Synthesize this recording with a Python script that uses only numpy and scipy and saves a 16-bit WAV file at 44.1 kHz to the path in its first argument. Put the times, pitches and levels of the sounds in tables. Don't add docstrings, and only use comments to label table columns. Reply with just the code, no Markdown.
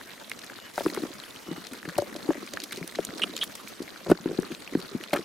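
import sys
import numpy as np
from scipy import signal
from scipy.io import wavfile
from scipy.ndimage import uniform_filter1d

SR = 44100
rng = np.random.default_rng(int(sys.argv[2]) if len(sys.argv) > 2 else 0)


def transcribe(signal):
    frames = np.atleast_2d(signal).T
    limited = np.clip(frames, -1, 1)
    pcm = np.round(limited * 32767).astype(np.int16)
    wavfile.write(sys.argv[1], SR, pcm)


def natural_amplitude(level_db):
    exponent = np.asarray(level_db, float) / 20
    return 10 ** exponent


N = 231294


def evened(x):
    return x / np.sqrt(np.mean(x ** 2) + 1e-20)


def read(points, hz):
    f, value = np.transpose(points)
    return np.interp(np.log(hz + 1), np.log(f + 1), value)


def add(mix, s, sound, pan_db):
    part = mix[:, max(round(s * SR), 0):][:, :sound.shape[-1]]
    part += natural_amplitude([[pan_db / 2], [-pan_db / 2]]) * sound[..., :part.shape[1]]


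def band(x, lo_hz, hi_hz):
    edges = np.clip([lo_hz, hi_hz], 20, [0.4 * SR, 0.45 * SR])
    sos = signal.butter(2, edges, "bandpass", fs=SR, output="sos")
    return evened(signal.sosfilt(sos, x))


def swell(t, rise, fall, bend=0.96, soft=2):
    up = np.sin(np.pi / 2 * np.clip(t / rise, 0, 1)) ** soft
    return up * natural_amplitude(-7 * (np.maximum(t - rise, 0) / fall) ** bend)


def ground(x, t60, db, shared):
    t = np.arange(3000) / SR
    sparse = rng.random((2, len(t))) < 0.05
    taps = rng.standard_normal((2, len(t))) * sparse * natural_amplitude(-60 * t / t60) * (t > 0.001)
    taps = taps + shared * taps[::-1]
    return x + natural_amplitude(db) * signal.fftconvolve(x, taps / np.linalg.norm(taps[0]), axes=1)[:, :N]


# f/Hz, level/dB (per Hz)
HUSH = [(25, -26.5), (110, -6.5), (335, 0), (754, -7), (1890, -9), (8000, -20), (14500, -22.5),
        (16000, -44)]
# f/Hz, likeness (0 to 1)
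SAME = [(60, 0.038), (400, 0.088), (2400, 0.63), (15000, 0.64)]


def hush():
    frames, hz = N // 256 + 5, np.fft.rfftfreq(1024, 1 / SR)
    a, b, c, d, patches = rng.standard_normal((frames, 513, 5)).T
    patches = uniform_filter1d(patches, size=20, axis=0)
    patches = evened(uniform_filter1d(patches, size=6, axis=1))
    flicker = uniform_filter1d(rng.standard_normal(N), size=500)
    flicker = evened(uniform_filter1d(flicker, size=300))
    same, left = np.clip(read(SAME, hz), 0, 1)[:, None], a + 1j * b
    right = same * left + np.sqrt(1 - same ** 2) * (c + 1j * d)
    z = np.array([left, right]) * natural_amplitude(read(HUSH, hz)[:, None] + 2.93 * patches)
    air = signal.istft(z, nperseg=1024, noverlap=768)[1][:, :N]
    return natural_amplitude(-47.5) * evened(air * natural_amplitude(2.0 * flicker))


# t/s, length/s
RASPS = [
    (0.547, 0.178),
    (1.399, 0.26),
]


def insect():
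    out = np.zeros((2, N))
    for s, length in RASPS:
        rasp = band(rng.standard_normal(SR)[:round(length * SR)], 2880, 3000)
        add(out, s, natural_amplitude(-55.5) * rasp * np.hanning(len(rasp)) ** 0.45, 1.5)
    return out


def grains(lo_hz, hi_hz, per_s, spread_db, cycles, tilt, pan_db, count):
    clumps = evened(uniform_filter1d(rng.standard_normal(N), size=400))
    clumps = natural_amplitude(spread_db * np.minimum(clumps, 1.6))
    size = natural_amplitude(spread_db * np.minimum(rng.exponential(1, N), 2.4))
    size = size * (rng.random(N) < per_s / SR) * clumps
    kind, out = rng.integers(0, count, N), np.zeros((2, N))
    for k, hz in enumerate(np.geomspace(lo_hz, hi_hz, count)):
        u = np.arange(1500) * hz / SR
        ring = np.sin(2 * np.pi * u) * u ** 2 * np.exp(-u / cycles)
        ring = ring / np.linalg.norm(ring) * hz ** -tilt
        add(out, 0, signal.oaconvolve(size * (kind == k), ring), pan_db * rng.standard_normal())
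    return evened(out)


# t/s, level/dB
BUSY = [(0, -56.5), (.5, -56.5), (.7, -70), (.95, -41.5), (1.15, -53.5), (1.35, -61), (2.3, -47.5),
        (2.8, -56), (3.3, -44.5), (3.5, -56), (3.9, -55.5), (4.4, -47.5), (4.65, -56.5), (5.24, -54.5)]
# t/s, level/dB
SLOSH = [(0, -60.5), (.73, -72), (.76, -43), (.83, -47), (.89, -48), (.93, -54), (1.03, -54), (1.1, -59.5),
         (3.6, -56.5), (3.68, -56.5), (3.8, -64), (5.24, -69)]


def stirring():
    t = np.arange(N) / SR
    busy_db = np.interp(t, *np.transpose(BUSY))
    slosh_db = np.interp(t, *np.transpose(SLOSH))
    crackle_db = -51 + 0.38 * (busy_db + 55.5)
    crackle = natural_amplitude(crackle_db) * grains(1000.0, 7040, 1500, 4.36, 0.8, 0.2, 13.8, count=20)
    low = natural_amplitude(busy_db + 1.0) * grains(201.4, 688.0, 330, 1.73, 1.03, 0.16, 11.4, count=10)
    slosh = natural_amplitude(slosh_db) * grains(3650, 14400, 7000, 3.6, 0.54, 0.16, 10.0, count=12)
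    fizz = natural_amplitude(-62.5) * grains(4300, 14000, 700, 5.1, 0.41, 0.06, 8.2, count=8)
    return crackle + low + slosh + fizz


# t/s (of peak), level/dB, f/Hz, fall/ms (to lose 7 dB)
MUD_THUDS = [(.9, -30, 300, 8), (.928, -32, 300, 5), (1.99, -33, 110, 14), (2.128, -36, 300, 6),
             (2.381, -32, 300, 7), (2.539, -35, 560, 6), (2.633, -34, 300, 9), (2.844, -32, 345, 6),
             (2.973, -33, 290, 3), (2.9905, -17, 540, 2), (3.006, -32, 370, 3), (3.09, -32, 250, 6),
             (4.155, -32, 345, 6), (4.206, -35, 190, 8), (4.429, -33, 430, 7), (5.007, -33, 345, 6),
             (5.204, -33, 330, 8)]
# t/s (of peak), level/dB, f/Hz (of the air pocket)
MUD_POPS = [(.009, -30, 960), (.303, -33, 2400), (.3167, -23, 2750), (.82, -33, 5200), (.846, -30, 5370),
            (.852, -33, 4900), (.901, -28, 1930), (.965, -29, 2070), (.976, -29, 780), (.989, -33, 4100),
            (1.021, -32, 4200), (1.308, -31, 3720), (1.83, -29, 1790), (1.89, -30, 4410),
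            (1.956, -32, 2620), (1.985, -28, 4270), (2.347, -31, 1930), (2.537, -31, 1930),
            (2.712, -30, 2070), (2.729, -26, 3860), (2.924, -32, 1930), (2.957, -27, 3860),
            (3.051, -27, 9100), (3.106, -30, 1930), (3.24, -21, 1240), (3.366, -25, 3170),
            (3.367, -26, 4000), (3.39, -28, 4550), (3.6, -31, 1200), (3.675, -30, 2340), (3.961, -31, 1515),
            (4.152, -31, 1550), (4.189, -31, 950), (4.432, -32, 1600), (4.549, -31, 2500),
            (4.737, -31, 1930), (4.737, -32, 1300), (4.751, -31, 1790), (5.1325, -24, 4200),
            (5.139, -26, 13500), (5.1655, -27, 3100)]


def mud():
    out, dead_db = np.zeros((2, N)), -22
    for row in MUD_THUDS:
        add(out, *knock(*row, dead_db, dead_db, rng.standard_normal(2200)), 1.0)
    for row in MUD_POPS:
        burst = smack(*row, 1.0, -18, rng.standard_normal((1400, 4)))
        add(out, *burst, 3.0 * rng.standard_normal())
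    return ground(out, 0.025, -12, 0.3)


def squeak(rows):
    s, db, hz, build_ms = np.transpose(rows)
    t = np.arange(s[0] - build_ms[0] / 1000, s[-1] + 0.0061, 1 / SR)
    late_ms = 1000 * (t[:, None] - s)
    let_go_ms, depth_db = 2.38, 16
    slips_db = db - depth_db * np.maximum(-late_ms / build_ms, late_ms / let_go_ms)
    level_db, now = slips_db.max(axis=1), slips_db.argmax(axis=1)
    pitch = hz[now] * (1 - 0.04 * np.clip(late_ms[np.arange(len(t)), now], -3, 3))
    noise = rng.standard_normal(SR)[:len(t)]
    waver = 1 + 0.053 * evened(uniform_filter1d(noise, size=24))
    phase = 2 * np.pi * np.cumsum(pitch * waver) / SR
    tone = np.sin(phase) + 0.024 * np.sin(2 * phase) + 0.082 * np.sin(3 * phase)
    return t[0], natural_amplitude(level_db) * (tone + 0.13 * band(noise, 1000, 4600))


# t/s, level/dB, f/Hz, build-up/ms
SQUEAKS = [
    [(3.2195, -17.5, 2971, 1.1), (3.2233, -16, 2900, 1.6), (3.226, -24, 2910, 1.6), (3.231, -20, 3000, 3),
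     (3.2325, -21, 2800, 1.5), (3.2363, -10.5, 3050, 1.02), (3.24, -17.5, 3140, 1.2),
     (3.2415, -23, 3000, 1.2)],
    [(3.413, -22, 3380, 0.77), (3.4156, -17.5, 3190, 1.1), (3.4175, -25, 3100, 2), (3.4205, -22, 3300, 3),
     (3.423, -21.5, 3150, 2.5), (3.4252, -20, 3300, 3), (3.428, -17, 3250, 4), (3.43, -22, 3100, 2),
     (3.4415, -28.5, 3305, 3.96)],
]


def squeaks():
    out = np.zeros((2, N))
    for rows in SQUEAKS:
        add(out, *squeak(rows), -3.0)
    return out


def smack(s, db, hz, fall_ms, spray_db, noise):
    t = np.arange(noise.shape[0]) / SR - 0.005
    fall = 0.93 * fall_ms / 1000
    rise = 0.0003 + 0.6 * fall
    clean = np.clip(1.2 - 0.451 * fall_ms, 0.15, 0.75)
    ring = np.sin(2 * np.pi * hz * t * (0.95 + 15 * t))
    pocket = clean * ring + 0.71 * (1 - clean) * band(noise[:, 0], 0.61 * hz, 1.41 * hz)
    drops = noise[:, 1] + 0.68 * noise[:, 2:].T
    spray = natural_amplitude(spray_db - 4.5) * band(drops, 3040, 12300) * swell(t + 0.0024, rise + 0.002, fall)
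    snap = natural_amplitude(-10) * band(drops, 0.35 * hz, 1.7 * hz) * swell(t, rise, 0.00057)
    seep = 0.11 * min(fall_ms / 1.6, 1) ** 2 * swell(t + 0.0063, 0.005, 0.0091)
    burst = (swell(t, rise, fall) + seep) * pocket
    return s - rise - 0.005, natural_amplitude(db) * (burst + spray + snap)


# t/s, level/dB, f/Hz, left-right/dB
POPS = [(0.3163, -21, 2040, -4), (0.7796, -19.5, 910, 6), (0.7805, -25, 1510, 6), (0.799, -31, 3570, 7),
        (0.8622, -19.5, 1180, 1), (0.901, -31.5, 4300, 1.5), (1.2007, -31.5, 4010, 5),
        (1.8958, -27, 1668, 2.5), (2.229, -35, 4176, 3.5), (2.3052, -32, 1610, 3), (2.573, -20.5, 1730, -2),
        (2.6024, -24.5, 4490, -1.5), (2.8285, -30, 2230, 7.5), (2.894, -33.5, 1910, -7),
        (2.951, -31.5, 1920, 2.5), (2.9878, -28.5, 1657, 1.6), (3.09, -31.5, 1456, 1),
        (3.3659, -25, 7140, 1.5), (3.39, -34, 2013, -3), (3.8797, -34, 2180, 5.5), (4.1155, -10, 690, 1),
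        (4.1178, -28, 1550, 1), (4.2595, -32, 1580, 3.5), (4.549, -31, 4000, 3), (4.6768, -30.5, 2600, -4),
        (5.0118, -32, 1900, 3), (5.1716, -22, 1210, 5)]
# t/s, level/dB, f/Hz, spray/dB, left-right/dB
SPLATS = [(0.2974, -28.5, 9410, -14, -4), (0.392, -35.5, 4680, -5, 2.5), (0.9485, -31, 1260, -1, -5),
          (1.6695, -29, 4130, -11.5, 4), (1.7351, -33, 1680, -1, -2), (1.889, -28.5, 1724, -10, 1),
          (1.9819, -30, 9800, 7.5, -2), (1.9873, -26, 1330, -4, 4.5), (2.163, -31.5, 3800, -10, 1.35),
          (2.537, -29, 4630, -4.5, -3), (2.639, -23, 4460, -5, -1.5), (2.7241, -27, 2190, -1.5, 0),
          (2.7294, -27.5, 2210, -4, -3), (2.8773, -28.5, 9630, -2.5, -4), (3.0507, -22.5, 7070, -7, -3),
          (3.181, -30.5, 5590, -10.5, 1.34), (3.1964, -27.5, 1466, -8, -5), (3.378, -27, 4090, -13, 1),
          (3.434, -24, 3300, -13, -1), (3.4338, -26.5, 1600, -12, -2), (3.5548, -33, 5520, 1, 2),
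          (4.802, -33, 3940, -7, 0.5), (5.0386, -27.5, 2560, -11, -6), (5.133, -27, 1800, -4, -0.34)]
# t/s, level/dB, f/Hz, fall/ms (to lose 7 dB), spray/dB
SQUELCHES = [(0.7858, -33, 1697, 7, -9), (0.8098, -36, 1207, 7, -9), (0.945, -37, 4330, 3, -6),
             (0.9744, -30, 1192, 4, -21), (1.8536, -33, 1710, 4, -15.5), (2.773, -34.5, 4250, 3.5, -2.5),
             (2.955, -32, 3860, 4, -11.5), (3.4394, -29.5, 11000, 3.5, -5), (3.684, -41.5, 13773, 7, 2),
             (3.826, -38, 6100, 3.5, -7), (4.1024, -31, 1530, 12, -3.5), (4.5191, -33, 2284, 3, -10),
             (5.1363, -20, 2130, 4, -10.5), (5.15, -26.5, 1250, 5.5, -27.5), (5.1616, -23, 1216, 3, -13),
             (5.1652, -27, 2000, 6, -19)]
# t/s, level/dB, f/Hz
TICKS = [(0.2773, -40, 3640), (0.499, -25.5, 1590), (0.533, -32.5, 1555), (1.237, -28.5, 3070),
         (1.26, -30.5, 1667), (1.3606, -30.5, 3200), (1.6484, -33, 3970), (2.1277, -28, 1790),
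         (2.333, -28, 1800), (2.475, -27.5, 2360), (2.6186, -28, 3740), (2.7087, -35, 4520),
         (.012, -27.5, 1800), (.095, -36, 1600), (.115, -33, 1900), (.178, -32, 1900), (.44, -33, 1900),
         (.588, -31.5, 1500), (.882, -29, 2600), (1.472, -34, 1150), (1.487, -32, 1200), (1.51, -35, 1200),
         (1.532, -31, 750), (1.562, -30.5, 1900), (1.568, -34, 2100), (1.651, -32, 1900),
         (1.744, -32, 1600), (2.29, -25, 890), (4.387, -26, 840), (4.7515, -26.5, 740), (4.275, -33, 1650),
         (4.312, -34, 1500), (4.388, -29, 1650), (5.075, -37, 3180), (5.108, -32, 2420),
         (5.2095, -32, 1964)]
# t/s, level/dB, f/Hz
SPECKS = [(0.1744, -40, 4600), (0.427, -35, 5300), (0.4442, -34, 9180), (0.464, -32.5, 5530),
          (0.5821, -36, 4080), (0.6, -32, 3730), (0.6594, -42, 4250), (0.7377, -39, 7100),
          (0.7572, -36, 5610), (0.8686, -32, 9850), (1.1373, -31.5, 7300), (1.7199, -34, 3900),
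          (2.0203, -30, 6800), (2.1425, -30.5, 3980), (2.464, -31, 5000), (2.7602, -26, 4360),
          (2.9123, -37, 8600), (3.0041, -30, 3500), (3.476, -35, 5610), (4.0472, -32, 4040),
          (4.3997, -31.5, 9000), (4.4218, -31, 5880), (4.6029, -38, 10100), (5.0962, -34, 5330),
          (5.1047, -34, 3790), (5.1387, -21, 4460), (5.16, -31, 9000), (5.1714, -33, 4450),
          (5.1826, -33, 5330), (5.1954, -35, 5010)]


def smacks():
    rows = [(s, db + 2.0, hz, 1.1, -19.5, pan_db) for s, db, hz, pan_db in POPS]
    for s, db, hz, spray_db, pan_db in SPLATS:
        fall_ms = 0.76 if hz > 6200 else 2.066
        rows.append((s, db, hz, fall_ms, spray_db, pan_db))
    rows += [(*row, 0.7) for row in SQUELCHES]
    rows += [(s + 0.00101, db - 2.0, hz, 1.2, -19, 2.2) for s, db, hz in TICKS]
    rows += [(s + 0.001, db - 2.5, hz, 0.7, -9, 0.6) for s, db, hz in SPECKS]
    out = np.zeros((2, N))
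    for row in rows:
        add(out, *smack(*row[:-1], rng.standard_normal((1400, 4))), row[-1])
    return out


def knock(s, db, hz, fall_ms, bottom_db, rim_db, noise):
    t = np.arange(len(noise)) / SR
    rise, fall = 0.004, 0.9 * fall_ms / 1000
    ripple = 0.0023 * np.clip((db + 38) / 24, 0.2, 1) * (1 - np.exp(-t / 0.0012))
    wall = np.sin(2 * np.pi * hz * (t * (1 - 2.6 * t) + ripple)) * swell(t, rise, fall, 1.43, 1.4)
    bottom = natural_amplitude(bottom_db - 3.0) * np.sin(2 * np.pi * 178 * t) * swell(t, 0.0064, 0.0087)
    belly = natural_amplitude(min(bottom_db, -9) - 0.5) * np.sin(2 * np.pi * 212 * t) * swell(t, 0.0085, 0.007, 1.4)
    direct = np.clip(0.86 + rim_db / 8.3, 0, 1)
    turns = 578 * (t + 0.00086 * (1 - np.exp(-t / 0.0011)))
    rim = natural_amplitude(rim_db - 2.5) * np.sin(2 * np.pi * turns)
    rim = rim * swell(t, 0.0018, 0.0025 + direct * 0.95 * fall, 1.15)
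    slap = natural_amplitude(np.clip(rim_db, -14, 1) - 15) * band(noise, 460, 1586) * swell(t, 0.0024, 0.0028)
    push = natural_amplitude([[-39], [-49]]) * swell(t, 0.0027, 0.0091)
    return s - rise, natural_amplitude(db) * (0.86 * wall + bottom + belly + rim + slap + push)


# t/s (of peak), level/dB, f/Hz, fall/ms, rim/dB
RIM_BLOWS = [(0.7822, -27.5, 334, 0.5, 12.5), (0.789, -30, 441.5, 2.5, 7.5), (0.8102, -28, 322, 3, 8),
             (0.8177, -32, 320, 1, 3), (1.0541, -29.5, 312, 5.5, -2), (1.968, -31, 230, 2, -8),
             (1.9807, -30.5, 400, 5, 0.5), (1.9877, -19, 368, 6, 9.5), (2.0242, -28, 368, 6, 8),
             (2.155, -31.5, 348.3, 5, 0), (2.1667, -30.5, 300, 3, -0.5), (2.3084, -16.5, 340, 4, 0.5),
             (2.357, -32, 306, 5.5, -2), (3.213, -34, 400, 5, -3), (3.241, -28.5, 261, 2.5, -3),
             (4.067, -27, 397, 1, 1.5), (4.0727, -25.5, 402, 2, -3), (4.084, -28, 377, 5, -2),
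             (4.1193, 0.5, 323.5, 3, -5), (5.135, -16.5, 330, 1.5, 6.5), (5.14, -22, 282, 8.5, 3),
             (5.1471, -35, 319, 8.5, 8), (5.153, -24.5, 425, 2, 3), (5.1615, -25.5, 352, 4.5, 4.5)]
# t/s (of peak), level/dB, f/Hz, fall/ms
WALL_BLOWS = [(0.856, -23, 315, 14), (0.8668, -11, 331, 4), (0.8837, -34, 307.5, 10),
              (0.9771, -20.5, 392, 4.5), (1.0376, -18.5, 290, 4.5), (1.4842, -31, 349.5, 1.2),
              (1.727, -30, 260.9, 14), (2.2558, -33, 315.5, 8.5), (2.2928, -12.5, 316, 14),
              (2.9945, -17, 350, 2.5), (3.2463, -27.5, 318.4, 2), (3.8061, -23, 300, 4),
              (3.8206, -25.5, 327, 1.5), (4.2613, -12.5, 296, 4.5), (4.2792, -25, 303, 6),
              (4.295, -23.5, 369, 1), (4.315, -19.5, 370, 2.5), (4.331, -31.5, 330, 6),
              (4.3906, -11.5, 292, 3), (4.5057, -31.5, 330, 9), (4.515, -27.5, 313.8, 10),
              (4.727, -29, 300.7, 11.5), (4.755, -10, 283, 6), (5.1752, -25.5, 340, 5.5),
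              (5.1938, -22, 352, 2)]
# t/s (of peak), level/dB, f/Hz, fall/ms, bottom/dB
LANDINGS = [(1.0243, -28, 308, 26, -13), (1.4897, -30.5, 327.7, 9, -3), (1.515, -23, 300, 4.5, -10),
            (1.5214, -30.5, 333.7, 1, -1), (1.5268, -36, 327, 2.5, 0.5), (1.5813, -31, 302.6, 5, -5),
            (1.8793, -29, 303, 3, -2), (1.8862, -36, 340, 9, 6), (2.7783, -31.5, 384, 7.5, -6),
            (2.8145, -30, 330.3, 1.5, -1), (2.8209, -39.5, 298, 17, 8), (3.0919, -32.5, 274, 6.5, -5.5),
            (3.2977, -32, 300, 4, -9), (4.0909, -24, 234, 9.5, 1), (4.1022, -12, 410, 0.5, -5),
            (4.1093, -14.5, 248, 8.5, -10), (4.2716, -25.5, 270, 3, -7), (4.3024, -25.5, 329, 1, -9),
            (4.401, -25, 286, 1, -9), (4.523, -26, 285, 7.5, -6), (4.7353, -27, 311, 0.5, -7),
            (4.773, -27.5, 292, 1, 1.5), (4.9516, -20, 270, 6, -5), (4.96, -27.5, 282.7, 8, 2.5)]
# t/s, level/dB, f/Hz
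NUDGES = [(0.999, -27.5, 303), (1.102, -30.5, 301.5), (1.852, -31, 323.5), (1.918, -35, 559),
          (2.426, -28.5, 350), (2.533, -33, 335), (3.131, -31, 336), (3.155, -28.5, 316),
          (3.338, -33.5, 305), (1.463, -34, 300), (1.549, -36, 270), (1.711, -31.5, 271), (1.742, -35, 300),
          (4.345, -31, 392), (4.79, -28.5, 390), (4.844, -32.5, 260), (4.912, -32, 406), (4.924, -34, 380)]


def knocks():
    rows = [(s, db, hz, ms, -16.5, rim_db) for s, db, hz, ms, rim_db in RIM_BLOWS]
    rows += [(s, db, hz, ms, -16.5, -14.5 - 0.36 * (db + 22)) for s, db, hz, ms in WALL_BLOWS]
    rows += [(*row, -16) for row in LANDINGS]
    rows += [(s + 0.0049, db - 4.0, hz, 6.5, -12, -11) for s, db, hz in NUDGES]
    out = np.zeros((2, N))
    for row in rows:
        add(out, *knock(*row, rng.standard_normal(2200)), 1.9 + 2.7 * rng.standard_normal())
    return out


def scene():
    background = hush() + insect() + stirring()
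    wet = ground(squeaks() + smacks(), 0.0275, -11.5, 0.2)
    bucket = ground(knocks(), 0.038, -10, 0.62)
    return background + mud() + wet + bucket


def band_limit(x):
    return signal.sosfilt(signal.butter(12, 16670, fs=SR, output="sos"), x)


def record(dry):
    dip = signal.iirnotch(7520, 45, SR)
    heard = dry + 0.42 * (signal.lfilter(*dip, dry) - dry)
    power = uniform_filter1d((dry ** 2).mean(0), size=400)
    power_db = 10 * np.log10(abs(power) + 1e-12)
    back_db = np.arange(N) * 58 / SR
    held_db = np.maximum.accumulate(power_db + back_db) - back_db
    over_db = np.maximum(held_db + 18.5, 0)
    heard = heard / natural_amplitude(0.34 * signal.lfilter([0.002], [1, -0.998], over_db))
    limited = 1.5 * np.tanh(heard / 1.45)
    top_edge = signal.firwin(511, 15900, window=("kaiser", 9), fs=SR)[None]
    return band_limit(signal.oaconvolve(limited, top_edge, "same"))


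dry = scene()
out = record(dry)
transcribe(out)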